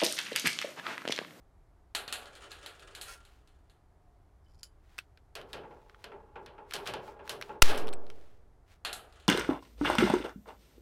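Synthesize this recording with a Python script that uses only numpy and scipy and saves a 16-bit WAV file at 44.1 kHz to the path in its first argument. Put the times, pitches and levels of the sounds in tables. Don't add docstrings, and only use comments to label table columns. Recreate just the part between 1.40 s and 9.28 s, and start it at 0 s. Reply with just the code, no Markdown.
import sys
import numpy as np
from scipy import signal
from scipy.fft import rfft, irfft
from scipy.io import wavfile
from scipy.ndimage import uniform_filter1d

SR = 44100
rng = np.random.default_rng(int(sys.argv[2]) if len(sys.argv) > 2 else 0)


def wrap_up_sound(samples):
    columns = np.atleast_2d(samples).T
    tamed = np.clip(columns, -1, 1)
    steps = np.round(tamed * 32767).astype(np.int16)
    wavfile.write(sys.argv[1], SR, steps)


N = 347508
TIME = np.arange(N) / SR

# start in seconds, relative level in dB, hardness in dB of extra treble.
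PIECE_TAPS = [(0.5495, -34, 2), (0.5524, -38.5, -7.5), (0.6785, -41, -7), (0.7255, -35.5, 3),
              (0.857, -53, -9), (0.952, -56, -0.5), (1.117, -48, -3), (1.261, -44.5, -3), (1.395, -58, -2),
              (1.550, -47, 1), (1.6125, -45, 7.5), (1.8506, -63, 2), (2.0743, -69, 0), (2.2978, -67, 0),
              (7.4492, -32.5, -7), (7.529, -42.5, 7), (7.7246, -63, -3), (7.7995, -63, -3)]
# start in seconds, relative level in dB, hardness in dB of extra treble.
HINGE_KNOCKS = [(3.953, -42, 0.5), (4.131, -41.5, -3.5), (4.641, -47.5, -8), (5.061, -52.5, -11),
                (5.336, -37, 8), (5.473, -37, 0.5), (5.537, -41.5, -7), (5.894, -38.5, 8), (6.282, -40, 13),
                (6.376, -45, 12)]
# start in seconds, relative level in dB.
FRAME_CREAKS = [(4.234, -43), (4.308, -46), (4.717, -40), (4.957, -37.5), (5.181, -42.5), (5.384, -39),
                (5.537, -34), (5.677, -41.5), (5.792, -42.5), (6.093, -34.5)]
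# start in seconds, relative peak in dB, brightness in dB per decade of Hz, slack in seconds.
JAW_CLICKS = [(3.5819, -32, 11, .0059), (3.774, -50.5, -9, 0), (4.0141, -40, -6, 0.0026),
              (4.4966, -44, -13, 0.0023), (4.546, -45, -15, 0.0016), (4.6428, -37, 4, 0),
              (5.3098, -32, 1, 0.013), (5.464, -32.5, -6, 0.0037), (5.877, -35, 0, 0),
              (6.0128, -29.5, 1, 0.011), (6.4716, -36, 8, 0.0099), (6.5291, -37, 6, 0.0052),
              (6.6664, -50, -4.5, 0), (6.7013, -42, -3, 0.0021)]
# start in seconds, pitch in Hz, level in dB, time to fall 60 dB in seconds.
STEEL_CLINKS = [(1.687, 1380, -51, .5), (3.063, 3030, -73.5, .18), (3.5875, 2600, -35, .03),
                (3.587, 8130, -49, .035), (6.537, 8100, -41, 0.026)]
# middle in seconds, length in seconds, level in dB.
GUN_RATTLES = [(5.352, 0.033, -42), (5.478, 0.037, -44), (6.31, .09, -41), (6.48, 0.024, -48)]
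# time in seconds, relative level in dB.
RIVET_SCRAPE = [(0.8, -59), (0.878, -60), (1.038, -60), (1.188, -59.5), (1.262, -59), (1.388, -64),
                (1.588, -64), (1.79, -69), (2.078, -83), (2.3, -84)]
# time in seconds, relative level in dB.
PIECE_SLIDE = [(7.62, -67), (7.678, -66.5), (7.88, -64.5)]
# time in seconds, relative level in dB.
FRAME_STRAIN = [(4.0, -72), (4.13, -57), (4.56, -60.5), (5.6, -51.5), (5.87, -51.5), (6.2, -48.5)]
# middle in seconds, length in seconds, level in dB.
GLOVE_RUBS = [(1.92, .18, -71), (3.54, .18, -70), (4.435, 0.63, -75), (5.673, .11, -60), (6.058, .14, -62),
              (6.77, 0.38, -69), (7.319, 0.079, -65.5)]
# middle in seconds, length in seconds, level in dB.
RIM_RASP = (1.71, .11, -51)

# centre in Hz, width in Hz, height over its neighbours in dB.
PANEL_PEAKS = [(123, 14, 7), (371, 10, 6), (404, 11, 9), (452.6, 18, 6), (579.7, 16, 6), (722, 6.2, 6),
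               (829, 14, 6.5), (1020, 18, 2.5), (1130, 25, 4.5), (1373, 50, 3.5), (1650, 67, 6),
               (1860, 25, 5), (2524, 71, 3.5), (2734, 22, 6), (3050, 33, 6), (3430, 61, 2), (4180, 110, 3)]
GUN_PEAKS = [(1420, 250, 12), (2530, 210, 1.5), (3280, 400, 3.5), (5520, 340, 7), (8120, 160, 4.5)]
PIN_PEAKS = [(4970, 730, 11.6), (7100, 540, 10.7), (10500, 200, 8)]
MANDREL_PEAKS = [(1320, 46, 7), (2800, 260, 10.5), (3380, 660, 4), (4170, 200, 5), (4730, 200, 4.4),
                 (5500, 600, 3.1), (6590, 360, 5.3), (9600, 760, 6.1), (11200, 240, 7)]
PIECE_PEAKS = [(2850, 460, 1.5), (4130, 653, 6)]
NOSE_PEAKS = [(1450, 300, 2), (2970, 650, 4.4)]
# pitch in Hz, time to fall 60 dB in seconds.
PANEL_RING_TIMES = [(150, 1.2), (450, 1.44), (900, 0.97), (1800, 0.53), (3600, 0.4), (7000, .25),
                    (14000, 0.44)]
# pitch in Hz, level in dB, time to fall 60 dB in seconds.
PIN_RING_TONES = [(1440, -66, .13), (3040, -63, .17), (4770, -59, .16), (10060, -57.5, 0.14)]

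# pitch in Hz, relative strength in dB.
TAP_BALANCE = [(88, -50.5), (150, -19.5), (235, -14.5), (422, -12), (649, -6), (730, -1), (1020, -12),
               (1420, -1), (1830, -3.5), (3350, 0), (4320, -5.5), (5570, -11), (7180, 0.5), (11700, -4.5),
               (16000, -31)]
KNOCK_BALANCE = [(59, -43.5), (100, -2), (283, -3.5), (415, 2), (648, -1.5), (1100, -11), (1200, -14),
                 (1390, -12.5), (1910, -14.5), (3050, -14.5), (5190, -20.5), (11900, -29), (16000, -47)]
CREAK_BALANCE = [(59, -29.5), (100, -15), (272, -13.5), (406, -6), (741, -13.5), (853, -2.5), (1200, -18.5),
                 (1330, -10.5), (1830, -23), (2470, -23), (5070, -40), (12000, -59.5), (15600, -98),
                 (22000, -120)]
AFTER_BALANCE = [(60, -12), (120, -7.5), (180, -11), (260, -2.5), (400, -3.5), (700, -1.5), (1400, -2.5),
                 (2000, -1.5), (3000, -0.5), (5500, -6), (9000, -17), (16000, -28)]
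SCRAPE_BALANCE = [(200, -14), (400, -3), (800, -9.5), (1400, -2.5), (2000, -7), (3300, -4.5), (5200, -12.5),
                  (8800, -12.5), (13000, -36), (16000, -33)]
RASP_BALANCE = [(500, -14), (1400, -1), (3200, -2), (6000, -3), (9500, -1.5), (16000, -22)]
GUN_BALANCE = [(200, -22), (700, -13), (1400, -3.5), (2400, 2), (4200, -2), (7000, -16), (12000, -15),
               (16000, -30)]
PIN_BALANCE = [(500, -22), (2000, -3.5), (5000, 2.5), (12000, -4), (16000, -16)]
SNAP_BALANCE = [(60, -6.5), (110, -4.5), (200, -2.5), (400, 1), (1000, -2.5), (1700, -2), (4000, -8),
                (8000, -13.5), (16000, -25.5)]
CONTACT_BALANCE = [(300, -13), (900, -2.5), (2000, -4), (4200, 0.5), (6500, -11.5), (11000, -11),
                   (16000, -23)]
GLOVE_BALANCE = [(400, 2), (1500, 11.5), (4500, 3), (9000, -5.5), (16000, -10)]
YARD_BALANCE = [(12, -32.5), (20, -5.5), (63, -5), (110, -14), (234, -27.5), (270, -24.5), (434, -24.5),
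                (485, -31), (718, -25.5), (780, -28), (1220, -33), (2260, -43), (2600, -47.5), (12100, -55),
                (16000, -66.5)]

SNAP_S = 6.2202
YARD_DB = -60.5
TOP_HZ = 16000
RING_DB = -5.5
SEAT_DB, SEAT_DULLER_DB = 1.2, 11
PIN_SEAT_S, PIN_DB, PIN_DROP_S = 3.2317, -29.5, 0.02
HUNT_S, HUNT_DB, HUNT_RISE_DB_PER_S = 0.2, -62.5, 170
BOUNCE_S, BOUNCE_DB, BOUNCE_LOSS_DB = 0.0067, -11, 5
GRIP_LEAD_S, GRIP_S, GRIP_DB = 0.022, 0.055, -24
BASS_TRADE, CONTACT_GAIN, CONTACT_TILT = 0.2, 0.1, 0.7


def snap(crack_db=-3, crack_s=0.0059, ring_db=-25):
    out = np.zeros(N)
    t = TIME[:SR]
    noise = shape(rng.standard_normal(SR), SNAP_BALANCE, MANDREL_PEAKS)
    attack = 1 - np.exp(-t / 0.00091)
    crack = noise * np.exp(-(t / crack_s) ** 4) * attack
    add(out, SNAP_S, undb(crack_db) * crack / rms(crack[:SR // 100]))
    add(out, SNAP_S, undb(ring_db) * panel_ring(AFTER_BALANCE, stretch=0.85))
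    return out


def gun(jaws_db=2):
    out = np.zeros(N)
    for s, db, bright_db, slack_s in JAW_CLICKS:
        contacts = [(s, db, bright_db)]
        if slack_s > 0.003:
            contacts.append((s + slack_s, db + SEAT_DB, bright_db - SEAT_DULLER_DB))
        for at_s, peak_db, tilt_db in contacts:
            colour = tilted(GUN_BALANCE, tilt_db)
            sound = click(colour, GUN_PEAKS, fall_s=0.0011, tail_s=0.012)
            add(out, at_s, undb(peak_db + jaws_db) * sound)
    for s, hz, db, t60 in STEEL_CLINKS:
        add(out, s, clink(hz, db, t60))
    return out


def rattles():
    contact = click(CONTACT_BALANCE, [(3000, 900, 4)], fall_s=0.0013, tail_s=0.006)
    chatter = signal.fftconvolve(slips(per_s=260, spread_db=2.0), contact)[:N]
    return chatter / rms(chatter) * swells(GUN_RATTLES)


def pin(ring_db=-27, count=6):
    def tick():
        return click(PIN_BALANCE, PIN_PEAKS, fall_s=0.0013, tail_s=0.016)

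    ring = sum(clink(*mode) for mode in PIN_RING_TONES)
    singing_tick = tick() + undb(ring_db) * ring[:SR // 10] / np.abs(ring).max()
    hunt = signal.fftconvolve(slips(per_s=300, spread_db=2), singing_tick)[:N]
    found_s = PIN_SEAT_S - PIN_DROP_S
    hunt_start_db = HUNT_DB - HUNT_RISE_DB_PER_S * HUNT_S
    out = hunt / rms(hunt) * follow([(found_s - HUNT_S, hunt_start_db), (found_s, HUNT_DB)])
    add(out, PIN_SEAT_S, undb(PIN_DB) * tick())
    add(out, PIN_SEAT_S, ring)
    for k in range(count):
        bounce_s = BOUNCE_S * (k + 1 + rng.uniform(-0.18, 0.18))
        add(out, PIN_SEAT_S + bounce_s, undb(PIN_DB + BOUNCE_DB - BOUNCE_LOSS_DB * k) * tick())
    return out


def blows(table, colour, piece, stretch, bass_db, treble_db, contact_db, fall_s):
    out = np.zeros(N)
    for s, db, hard_db in table:
        contact = tilted(CONTACT_BALANCE, CONTACT_TILT * hard_db)
        strike = click(contact, piece, fall_s, tail_s=0.0044)
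        add(out, s, undb(db + contact_db + CONTACT_GAIN * hard_db) * strike)
        levels_db = (bass_db - BASS_TRADE * hard_db, 0, treble_db + hard_db)
        for part, part_db in zip(registers(panel_ring(colour, stretch, piece)), levels_db):
            add(out, s, undb(db + RING_DB + part_db) * part / rms(part[:SR // 40]))
    return out


def creaks(creak_db=-8.5, tick_db=-8):
    out = np.zeros(N)
    rail_peaks = [(865, 80, 4.5), (2620, 1700, 5)]
    for s, db in FRAME_CREAKS:
        tick = click(CREAK_BALANCE, [(2600, 1700, 9)], fall_s=0.003, tail_s=0.01)
        add(out, s, undb(db + tick_db) * tick)
        ring = panel_ring(CREAK_BALANCE, stretch=0.38, contact=rail_peaks, build_cycles=1.9)
        add(out, s, undb(db + creak_db) * ring)
    return out


def rasp():
    ring = panel_ring(RASP_BALANCE, stretch=0.2, contact=[(1400, 90, 6)])
    grit = signal.fftconvolve(slips(per_s=1500, spread_db=2.5), ring)[:N]
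    return grit / rms(grit) * swells([RIM_RASP])


def friction(scrape_db=4.5, slide_db=0, strain_db=-5.5):
    sheet_ring = panel_ring(SCRAPE_BALANCE, stretch=0.34, contact=[(1427, 80, 3.1)])
    sheet = signal.fftconvolve(slips(per_s=550, spread_db=4.8), sheet_ring)[:N]
    frame_ring = panel_ring(CREAK_BALANCE, stretch=0.2)
    frame = signal.fftconvolve(slips(per_s=280, spread_db=2), frame_ring)[:N]
    gloves = shape(slips(per_s=12000, spread_db=3.5), GLOVE_BALANCE)
    scraping = undb(scrape_db) * follow(RIVET_SCRAPE) + undb(slide_db) * follow(PIECE_SLIDE)
    straining = undb(strain_db) * follow(FRAME_STRAIN)
    grips = [(s - GRIP_LEAD_S, GRIP_S, db + GRIP_DB) for s, db, _ in HINGE_KNOCKS[1:]]
    rubbing = swells([*GLOVE_RUBS, *grips])
    return sheet / rms(sheet) * scraping + frame / rms(frame) * straining + gloves * rubbing


def yard(tone_hz=712, tone_db=-76, tone_s=2.63, tone_length_s=0.32):
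    air = undb(YARD_DB) * shape(rng.standard_normal(N), YARD_BALANCE)
    narrow = [(0.95 * tone_hz, -30), (tone_hz, 0), (1.05 * tone_hz, -30), (2 * tone_hz, -70)]
    tone = shape(rng.standard_normal(N), narrow)
    return air + tone * swells([(tone_s, tone_length_s, tone_db)])


def panel_ring(colour, stretch, contact=(), build_cycles=4):
    t = TIME[:SR]
    spectrum = rfft(shape(rng.standard_normal(SR), colour, [*PANEL_PEAKS, *contact]))
    hz, t60 = np.transpose(PANEL_RING_TIMES)
    axis = log_hz(SR)
    weights = np.array([np.interp(axis, np.log(hz), row) for row in np.eye(len(hz))])
    bands = irfft(spectrum * weights, SR)
    swell = 1 - np.exp(-t * hz[:, None] / build_cycles)
    decay = np.exp(-np.log(1000) * t / (stretch * t60[:, None]))
    ring = np.sum(bands * swell * decay, axis=0)
    return ring / rms(ring[:SR // 20])


def click(colour, modes, fall_s, tail_s):
    t = TIME[:SR // 10]
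    tail = undb(-20) * np.exp(-t / tail_s)
    attack = 1 - np.exp(-t / 0.00027)
    burst = shape(rng.standard_normal(len(t)), colour, modes) * (np.exp(-t / fall_s) + tail) * attack
    return burst / np.abs(burst).max()


def clink(hz, db, t60):
    t = TIME[:SR // 2]
    near_hz = hz * (1 + rng.uniform(0.0045, 0.012))
    pair = np.sin(2 * np.pi * hz * t) + 0.5 * np.sin(2 * np.pi * near_hz * t)
    return undb(db) * pair * np.exp(-np.log(1000) * t / t60)


def slips(per_s, spread_db):
    moments = rng.random(N) < per_s / SR
    sizes = rng.standard_normal(N) * undb(spread_db * np.minimum(rng.exponential(size=N), 4))
    return moments * sizes


def follow(curve):
    s, db = np.transpose(curve)
    return uniform_filter1d(undb(np.interp(TIME, s, db, left=-140, right=-140)), SR // 50)


def swells(table):
    return sum(undb(db) * np.exp(-(2 * (TIME - s) / length) ** 2) for s, length, db in table)


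def shape(x, colour, modes=()):
    axis = log_hz(len(x))
    hz, db = np.transpose(colour)
    gain = undb(np.interp(axis, np.log(hz), db))
    for centre, width, peak_db in modes:
        offset = 2 * (np.exp(axis) - centre) / width
        gain = gain * (1 + (undb(peak_db) - 1) / (1 + offset ** 2))
    y = irfft(rfft(x) * gain, len(x))
    return y / rms(y)


def tilted(colour, tilt_db):
    return [(hz, level + tilt_db * np.log10(hz)) for hz, level in colour]


def registers(x, edges_hz=(1100, 5000)):
    splits = ((edges_hz[0], "low"), (edges_hz, "band"), (edges_hz[1], "high"))
    return [signal.sosfilt(signal.butter(4, edge, kind, fs=SR, output="sos"), x) for edge, kind in splits]


def log_hz(size):
    return np.log(np.maximum(np.fft.rfftfreq(size, 1 / SR), 1))


def undb(db):
    return 10 ** (np.asarray(db) / 20)


def rms(x):
    return np.sqrt(np.mean(x ** 2) + 1e-20)


def add(track, s, sound):
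    start = max(int(s * SR), 0)
    track[start:start + len(sound)] += sound[:N - start]


def scene():
    taps = blows(PIECE_TAPS, TAP_BALANCE, PIECE_PEAKS, stretch=0.67,
                 bass_db=-11.5, treble_db=-5, contact_db=14, fall_s=0.0022)
    knocks = blows(HINGE_KNOCKS, KNOCK_BALANCE, NOSE_PEAKS, stretch=0.56,
                   bass_db=-3, treble_db=-11.5, contact_db=13, fall_s=0.0025)
    handling = gun() + rattles() + pin()
    panel = taps + knocks + creaks() + rasp() + friction()
    return (snap() + handling + panel + yard())[None]


def record(dry, sag=0.36, recover_s=0.072, charge_gain=48, coupling_hz=1.3):
    rail = 0.31
    keep = np.exp(-1 / (recover_s * SR))
    charge = signal.lfilter([1 - keep], [1, -keep], np.abs(dry) > rail)
    bias = sag * np.tanh(charge_gain * np.roll(charge, SR // 300))
    clipped = np.clip(dry - bias, -rail, rail)
    coupled = signal.sosfilt(signal.butter(1, coupling_hz, "high", fs=SR, output="sos"), clipped)
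    return signal.sosfiltfilt(signal.ellip(8, 0.1, 50, TOP_HZ, fs=SR, output="sos"), coupled)


dry = scene()
out = record(dry)
wrap_up_sound(out)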